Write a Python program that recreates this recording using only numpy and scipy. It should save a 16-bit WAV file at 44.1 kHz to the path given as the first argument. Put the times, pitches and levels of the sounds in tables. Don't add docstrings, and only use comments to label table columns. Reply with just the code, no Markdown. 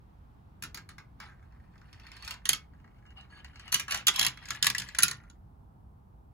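import sys
import numpy as np
from scipy import signal
from scipy.fft import rfft, irfft, next_fast_len
from scipy.io import wavfile
from scipy.ndimage import map_coordinates

SR = 44100
rng = np.random.default_rng(int(sys.argv[2]) if len(sys.argv) > 2 else 0)


def dump(signal):
    limited = np.clip(np.atleast_2d(signal).T, -1, 1)
    pcm = np.round(limited * 32767).astype(np.int16)
    wavfile.write(sys.argv[1], SR, pcm)


N = 279141

# start in seconds, level in dB before the gains of
# knock() and thuds(), hollow low part in dB relative to that level.
CLICKS = [(0.6235, -36, -7.5), (0.6362, -37, -2.5), (0.745, -39.5, -1.5), (0.7732, -44.5, 4.5),
          (0.89, -46.5, 2), (0.9819, -52, 9.5), (1.2009, -48, 9), (1.2393, -63, 15), (1.2978, -68.5, 19.5),
          (1.779, -66, -5), (1.814, -67.5, 16.5), (1.9287, -53.5, -0.5), (1.9971, -57.5, 5.5),
          (2.067, -53.5, 1.5), (2.1168, -52, 1), (2.166, -50.5, 4), (2.2235, -49, 3.5), (2.248, -45, -9.5),
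          (2.277, -37.5, -1), (2.3078, -36, -4), (2.34, -48.5, 8), (2.4545, -31, -3.5), (2.4905, -18, -9),
          (2.5313, -25.5, -8), (2.843, -71.5, 20.5), (3.063, -66.5, 7.5), (3.105, -64.5, 6),
          (3.2098, -59.5, -5), (3.445, -48.5, 6), (3.5571, -54.5, 4), (3.5956, -49.5, 4), (3.6782, -49, 5),
          (3.7198, -35, -11.5), (3.7248, -26, -4.5), (3.742, -20.5, -3.5), (3.7967, -30.5, -4),
          (3.881, -43.5, 10), (3.9084, -31, -6.5), (3.9204, -31.5, -0.5), (3.945, -30, 0.5),
          (3.9734, -38.5, -13.5), (4.0689, -18.5, -13.5), (4.0788, -26, -16), (4.0818, -18.5, -1.5),
          (4.1595, -30, -22), (4.1932, -20.5, -7), (4.2114, -25.5, -1.5), (4.228, -25.5, -17.5),
          (4.248, -24.5, -8), (4.2645, -22, -5), (4.3726, -51.5, 9), (4.455, -45.5, -6),
          (4.4862, -41.5, -8), (4.5052, -29.5, -5.5), (4.5475, -45, 2), (4.6262, -20, -12),
          (4.644, -25.5, -4), (4.6566, -29, -12), (4.667, -15.5, -9), (4.6999, -24, -6), (4.7482, -33, 1),
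          (4.7817, -28, -24), (4.7976, -31.5, -7.5), (4.8184, -38, 1.5), (4.887, -44.5, -0.5),
          (4.9483, -38, -1), (4.986, -22.5, -3), (5.0033, -33, -4.5), (5.0233, -25, -17),
          (5.032, -14, -13.5), (5.081, -28.5, -7.5), (5.1115, -32, -5), (5.299, -55, -7.5)]
# pitch in Hz, height in dB above the shell's dense ring.
TOP_TUBE = [(1270, 7.5), (1615, 6.5), (2175, 4), (3402, 5), (6643, 7)]
UPPER_TRACK = [(1830, 5.9), (2821, 4), (3327, 3.3), (4436, 9), (9475, 5.8)]
DROP_TUBE = [(2196, 5), (3198, 5), (4360, 7.7), (6611, 11), (9345, 14), (9798, 9)]
S_TRACK = [(1292, 6.4), (1658, 4.9), (2832, 11), (3058, 5.2), (4436, 5.9), (8538, 4.1)]
CHUTE = [(1378, 4.5), (1637, 5.5), (2950, 13), (4317, 9.8), (6019, 10), (7214, 9.2)]
LOOP = [(1217, 7.8), (2885, 11), (3359, 17), (6126, 6), (6632, 13), (6869, 8), (11122, 8.9)]
LOOP_EXIT = [(2918, 4.73), (3338, 10), (4070, 4.7), (5426, 9.8), (6772, 8), (8753, 8)]
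WAVY_TRACK = [(1701, 11.2), (1927, 7.5), (6621, 4.5), (7063, 5.4), (7720, 7), (8807, 5.8)]
BASE_CUP = [(1421, 12), (1820, 9.6), (6288, 4.3), (6901, 11), (8398, 3), (9453, 3.5), (10142, 17)]
# arrival in seconds, resonances of the piece, extra echo in dB,
# treble of a hard knock in dB, thud of a hard knock in dB before the gains of thuds().
ROUTE = [(0.5, TOP_TUBE, 3.5, -2.5, -35), (1.452, UPPER_TRACK, 2, -4, -55), (2.43, DROP_TUBE, 0.5, -6, -44),
         (2.7, S_TRACK, .5, -8, -53), (3.705, CHUTE, 2.5, -3, -44), (4.045, LOOP, -.5, -6, -52.5),
         (4.14, LOOP_EXIT, -2, -5, -45), (4.42, WAVY_TRACK, -3, -7.5, -43.5),
         (4.97, BASE_CUP, -1, -7.5, -44)]
HARD_DB = -25


def amp(db):
    return 10 ** (np.asarray(db) / 20)


def unit(x):
    return x / np.sqrt(np.mean(x ** 2) + 1e-20)


def along(points, hz):
    f, v = np.transpose(points)
    return np.interp(np.log(hz + 1), np.log(f + 1), v)


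def filtered(x, response):
    n = x.shape[-1]
    m = next_fast_len(n + min(n, SR // 4))
    return irfft(rfft(x, m) * response(np.fft.rfftfreq(m, 1 / SR)), m)[..., :n]


def fade(t, t60):
    return np.exp(-np.log(1000) * t / t60)


def add(track, s, sound):
    part = track[round(s * SR):][:len(sound)]
    part += sound[:len(part)]


def wobble(count, spacing):
    knots = rng.standard_normal(int(count / spacing) + 4)
    return map_coordinates(knots, [np.arange(count) / spacing])


def place(s):
    return ROUTE[sum(row[0] <= s for row in ROUTE[1:])]


def marble(own_share=.55, scatter_db=-3):
    contacts = clicks() + rolling() + hops()
    direct, aside, echo = whirr(), np.zeros(N), np.zeros((2, N))
    edges = [round(row[0] * SR) for row in ROUTE] + [N]
    for (s, modes, echo_db, *_), a, b in zip(ROUTE, edges, edges[1:]):
        shell = np.pad(contacts[a:b], (0, SR // 2))[:N - a]
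        sound = piece(shell, modes)
        add(direct, s, sound)
        add(aside, s, amp(scatter_db) * scattered(sound))
        radiated = (shell + own_share * (sound - shell)) * amp(echo_db)
        for track, answer in zip(echo, deck(radiated)):
            add(track, s, answer)
    return ports(direct + echo[0], aside + echo[1])


def clicks(rebound_s=.013, rebound_db=-15):
    out = np.zeros(N)
    for (s, db, body_db), luck in zip(CLICKS, rng.random(len(CLICKS))):
        add(out, s, knock(s, db, body_db))
        flight = rebound_s * (.5 + luck)
        add(out, s + flight, knock(s, db + rebound_db, body_db))
    return out


def knock(s, db, body_db, level_db=7, ring_t60=0.043, crack_t60=0.018, crack_db=3.5, crack_hz=5000,
          attack=0.0009, spot_db=3.0, treble_per_db=0.2449):
    # frequency in Hz, level in dB per Hz.
    shell_ring = [(60, -38.5), (250, -11), (520, -14), (800, -6.5), (1200, 2.5), (1900, 5), (3000, 2),
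                  (7000, -0.5), (10000, 4), (12000, 3.5), (13500, -4), (15500, -2)]
    t = np.arange(SR // 16) / SR
    *_, hard_treble_db, _ = place(s)
    treble_db = hard_treble_db + treble_per_db * (db - HARD_DB)
    contact = [(2000, body_db), (3000, 0), (7000, 0), (9500, treble_db)]  # Hz, dB
    spot = lambda hz: spot_db * wobble(len(hz), 20)
    colour = lambda hz: amp(along(shell_ring, hz) + along(contact, hz) + spot(hz))
    modes = filtered(rng.standard_normal(len(t)), colour)
    low = filtered(modes, lambda hz: 1 / (1 + (hz / crack_hz) ** 4))
    crack = amp(crack_db) * (modes - low) * fade(t, crack_t60)
    ring = low * fade(t, ring_t60) + crack
    return amp(db + level_db) * ring * (1 - np.exp(-t / attack))


def rolling(rattle_db=-2, grit_db=-8, lumps_db=3.0, firm_db=-57, dulling=0.78, soft_hz=2300,
            grit_from_db=-56.5, grit_full_db=-50.5, slow_grit_db=-11):
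    # frequency in Hz, level in dB per Hz.
    rattle_colour = [(100, -43.5), (450, -18.5), (900, -5.5), (1600, -4.5), (2600, 0.5), (4500, -6.5),
                     (8000, -38), (16000, -38.5)]
    grit_colour = [(500, -51.5), (2500, -17.5), (4500, -4.5), (7000, -1.5), (10000, 2.5), (15500, -12)]
    level = roll_level()
    grit_level = level + np.interp(level, [grit_from_db, grit_full_db], [slow_grit_db, 0])
    hard = chatter(rattle_colour, rate=560, spread_db=10.0, t60=0.03, bed_db=-1.5)
    soft = filtered(hard, lambda hz: 1 / (1 + (hz / soft_hz) ** 10))
    firmness = amp(dulling * np.minimum(level - firm_db, 0))
    body = amp(level + rattle_db) * (soft + firmness * (hard - soft))
    grit = chatter(grit_colour, rate=490, spread_db=5.5, t60=0.0077, bed_db=-5.5)
    bright = amp(grit_level + grit_db) * grit
    return (body + bright) * amp(lumps_db * wobble(N, SR / 70))


def roll_level(attack_db_per_s=895.5, release_db_per_s=187.5):
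    # start in seconds, length in seconds, level at the end in dB
    # before the gains of rolling(), dB gained on the way.
    stretches = [(1.197, 0.028, -54, 7), (1.34, 0.46, -72, 4), (1.813, .49, -51, 19.5),
                 (2.557, .56, -73, 2.5), (3.173, 0.036, -57.5, -2), (3.304, 0.092, -59.5, 1),
                 (3.407, 0.28, -54.5, 16), (3.877, 0.045, -38.5, 21), (4.144, .08, -35.5, 10),
                 (4.342, .21, -50.5, 8.5), (4.628, 0.038, -45, 2.5), (4.757, 0.111, -50, -0.5),
                 (4.923, .18, -48.5, 5), (5.2, 0.054, -70.5, 1)]
    t, level = np.arange(N) / SR, np.full(N, -120.)
    for s, length, db, gain_db in stretches:
        run = np.interp(t, [s, s + length], [db - gain_db, db])
        before = attack_db_per_s * np.maximum(s - t, 0)
        after = release_db_per_s * np.maximum(t - s - length, 0)
        level = np.maximum(level, run - before - after)
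    return level


def chatter(spectrum, rate, spread_db, t60, bed_db):
    chance, t = rng.random((int(rate * N / SR), 3)), np.arange(SR // 50) / SR
    start = chance[:, :1] * N
    hz = 500 * 32 ** chance[:, 1:2]
    size = amp(spread_db * chance[:, 2:])
    grains = size * fade(t, t60) * np.sin(2 * np.pi * hz * t)
    spots = start.astype(int) + np.arange(len(t))
    ticks = np.bincount(spots.ravel(), grains.ravel(), N)[:N]
    both = np.array([ticks, rng.standard_normal(N)])
    ticks, bed = filtered(both, lambda f: amp(along(spectrum, f)))
    return unit(unit(ticks) + amp(bed_db) * unit(bed))


def hops(loudest_db=-71, per_s=19, hop_db=-4.5, scatter_db=4, body_db=18):
    out, capped_db = np.zeros(N), np.minimum(roll_level(), loudest_db)
    chance = rng.random((int(per_s * N / SR), 2))
    for k, (late, force) in enumerate(chance):
        s = (k + late) / per_s
        db = capped_db[int(s * SR)] + hop_db + scatter_db * (2 * force - 1)
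        add(out, s, knock(s, db, body_db))
    return out


def whirr(level_db=-1, edge=0.0087, flutter_db=3, waver=0.68):
    # start in seconds, length in seconds, pitch in Hz, level in dB before level_db.
    singing = [(3.054, 0.079, 2858, -64), (3.165, .078, 2870, -49.5), (3.315, 0.125, 1668, -55.5),
               (3.299, 0.11, 4450, -65), (3.295, 0.12, 6660, -79), (3.3, 0.12, 8370, -75)]
    out = np.zeros(N)
    for s, length, hz, db in singing:
        t = np.arange(round(length * SR)) / SR
        tone = np.sin(2 * np.pi * hz * t + waver * wobble(len(t), SR / 150))
        press = np.clip(np.minimum(t, t[-1] - t) / edge, 0, 1)
        flutter = flutter_db * wobble(len(t), SR / 90)
        add(out, s, amp(db + level_db + flutter) * press * tone)
    return out


def piece(x, modes, width_hz=55, damping=0.0098):
    def response(f):
        h = 1
        for hz, db in modes:
            w = width_hz + damping * hz
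            h = h + (amp(db) - 1) * 1j * f * w / (hz * hz - f * f + 1j * f * w)
        return h
    return filtered(x, response)


def scattered(x, detail_hz=400):
    vary = lambda hz: wobble(len(hz), detail_hz / hz[1])
    return filtered(x, lambda hz: (vary(hz) + 1j * vary(hz)) / np.sqrt(2))


def deck(x, gap=0.0044):
    # frequency in Hz, time to fall by 60 dB in seconds.
    echo_t60 = [(200, 0.23), (700, 0.15), (1500, 0.22), (3000, 0.17), (6000, 0.14), (11000, 0.11),
                (16000, .14)]
    # frequency in Hz, level in dB relative to the sound sent in.
    echo_strength = [(200, -1.5), (1200, -2.5), (3000, -9.5), (7000, -7.5), (14000, -15.5)]
    hz, t, z = signal.stft(rng.standard_normal((2, SR // 2)), SR, nperseg=256)
    t60 = along(echo_t60, hz)[:, None]
    start = np.sqrt(2 * np.log(1000) / (t60 * SR))
    z = z * fade(t, t60) * start * amp(along(echo_strength, hz))[:, None]
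    tail = signal.istft(z, SR, nperseg=256)[1]
    delayed = np.pad(tail, ((0, 0), (round(gap * SR), 0)))
    return signal.fftconvolve(x[None], delayed, axes=1)[:, :len(x)]


def ports(mid, side):
    # frequency in Hz, radians by which left leads.
    left_lead = [(500, 1.54), (2200, 0.35), (2900, 3.5), (4300, 0.64), (5200, 3.82), (6200, 0.57),
                 (7400, -1.2), (8500, -3), (11000, -6), (13400, -10), (15400, -10.5)]
    # frequency in Hz, left minus right in dB.
    left_lean = [(300, -2.5), (1500, 0.5), (3000, 0), (4400, -3), (5400, -4), (7500, 0), (15000, 0)]
    # frequency in Hz, gain in dB of the part that is opposite in the two.
    side_gain = [(300, -9.5), (1500, -13), (2600, -0.5), (5400, 0.5), (6800, -4.5), (8500, -14.5),
                 (15000, -4.5)]
    signs = np.array([[1], [-1]])
    pair = mid + signs * filtered(side, lambda hz: amp(along(side_gain, hz)))
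    level = lambda hz: amp(signs * along(left_lean, hz) / 2)
    phase = lambda hz: np.exp(.5j * signs * along(left_lead, hz))
    return filtered(pair, lambda hz: level(hz) * phase(hz))


def thuds(level_db=-9, thump_db=-10, thump_t60=0.31, attack=0.0062, thud_per_db=0.68):
    # pitch in Hz, level in dB before level_db, time to fall by 60 dB in seconds.
    table_modes = [(125.7, 0.5, .4), (148.4, -6.5, 0.34), (186, 2, 0.16), (201, -5.5, 0.23),
                   (280.9, -7.5, 0.14)]
    # frequency in Hz, level in dB per Hz before scaling to rms 1.
    thump_colour = [(60, -20), (150, 5.5), (230, -5), (420, -7), (600, -18.5), (1500, -40)]
    out, t = np.zeros(N), np.arange(SR // 3) / SR
    for s, db, _ in CLICKS:
        *_, hard_thud_db = place(s)
        chance = rng.standard_normal((len(table_modes), 2))
        ring = np.zeros(len(t))
        for (hz, level, t60), (a, b) in zip(table_modes, chance):
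            tone = np.sin(2 * np.pi * hz * (1 + 0.016 * b) * t)
            ring += amp(level + 2 * a) * fade(t, t60) * tone
        noise = filtered(rng.standard_normal(len(t)), lambda hz: amp(along(thump_colour, hz)))
        thump = unit(noise) * fade(t, thump_t60)
        blow = amp(level_db) * ring + amp(thump_db) * thump
        force = amp(hard_thud_db + thud_per_db * (db - HARD_DB))
        add(out, s, force * blow * (1 - np.exp(-t / attack)))
    return out


def outdoors(level_db=-55.0, rumble_db=1.0, swell_db=0.5, swells_per_s=3, pan_db=-0.48, hiss_hz=1800,
             hiss_db=4, hiss_fades_db_per_s=1.04):
    # frequency in Hz, level in dB per Hz before scaling to rms 1.
    air_colour = [(20, -18), (35, -9.5), (58, 3), (85, -1.5), (130, -5), (200, -10), (350, -20),
                  (550, -25.5), (820, -18), (1250, -27), (2000, -40.5), (3200, -45), (7000, -54),
                  (15000, -51)]
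    # frequency in Hz, likeness from -1 (opposite) to 1 (the same).
    likeness = [(60, .95), (130, 0.89), (290, .55), (640, -0.34), (1400, -0.27), (4000, 0.16)]
    turn = lambda hz: np.arccos(np.clip(along(likeness, hz), -1, 1)) / 2
    share = lambda hz: np.array([np.cos(turn(hz)), np.sin(turn(hz))])
    noise = rng.standard_normal((2, N))
    mid, side = filtered(noise, lambda hz: amp(along(air_colour, hz)) * share(hz))
    air = unit(np.array([mid + side, mid - side]))
    low = filtered(air, lambda hz: 1 / (1 + (hz / 250) ** 2))
    band = [hiss_hz / 2, hiss_hz, 2 * hiss_hz, 9000]
    high = filtered(air, lambda hz: np.interp(hz, band, [0, 1, 1, 0]))
    swell = amp(rumble_db + swell_db * wobble(N, SR / swells_per_s))
    hiss = amp(hiss_db - hiss_fades_db_per_s * np.arange(N) / SR)
    balance = amp(level_db + pan_db * np.array([[1], [-1]]))
    return balance * (air + (swell - 1) * low + (hiss - 1) * high)


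def scene():
    return marble() + thuds() + outdoors()


def record(dry, peak=.82, top_hz=16100):
    rounded = dry / (1 + np.abs(dry / peak) ** 6) ** (1 / 6)
    return filtered(rounded, lambda hz: 1 / (1 + (hz / top_hz) ** 120))


dry = scene()
out = record(dry)
dump(out)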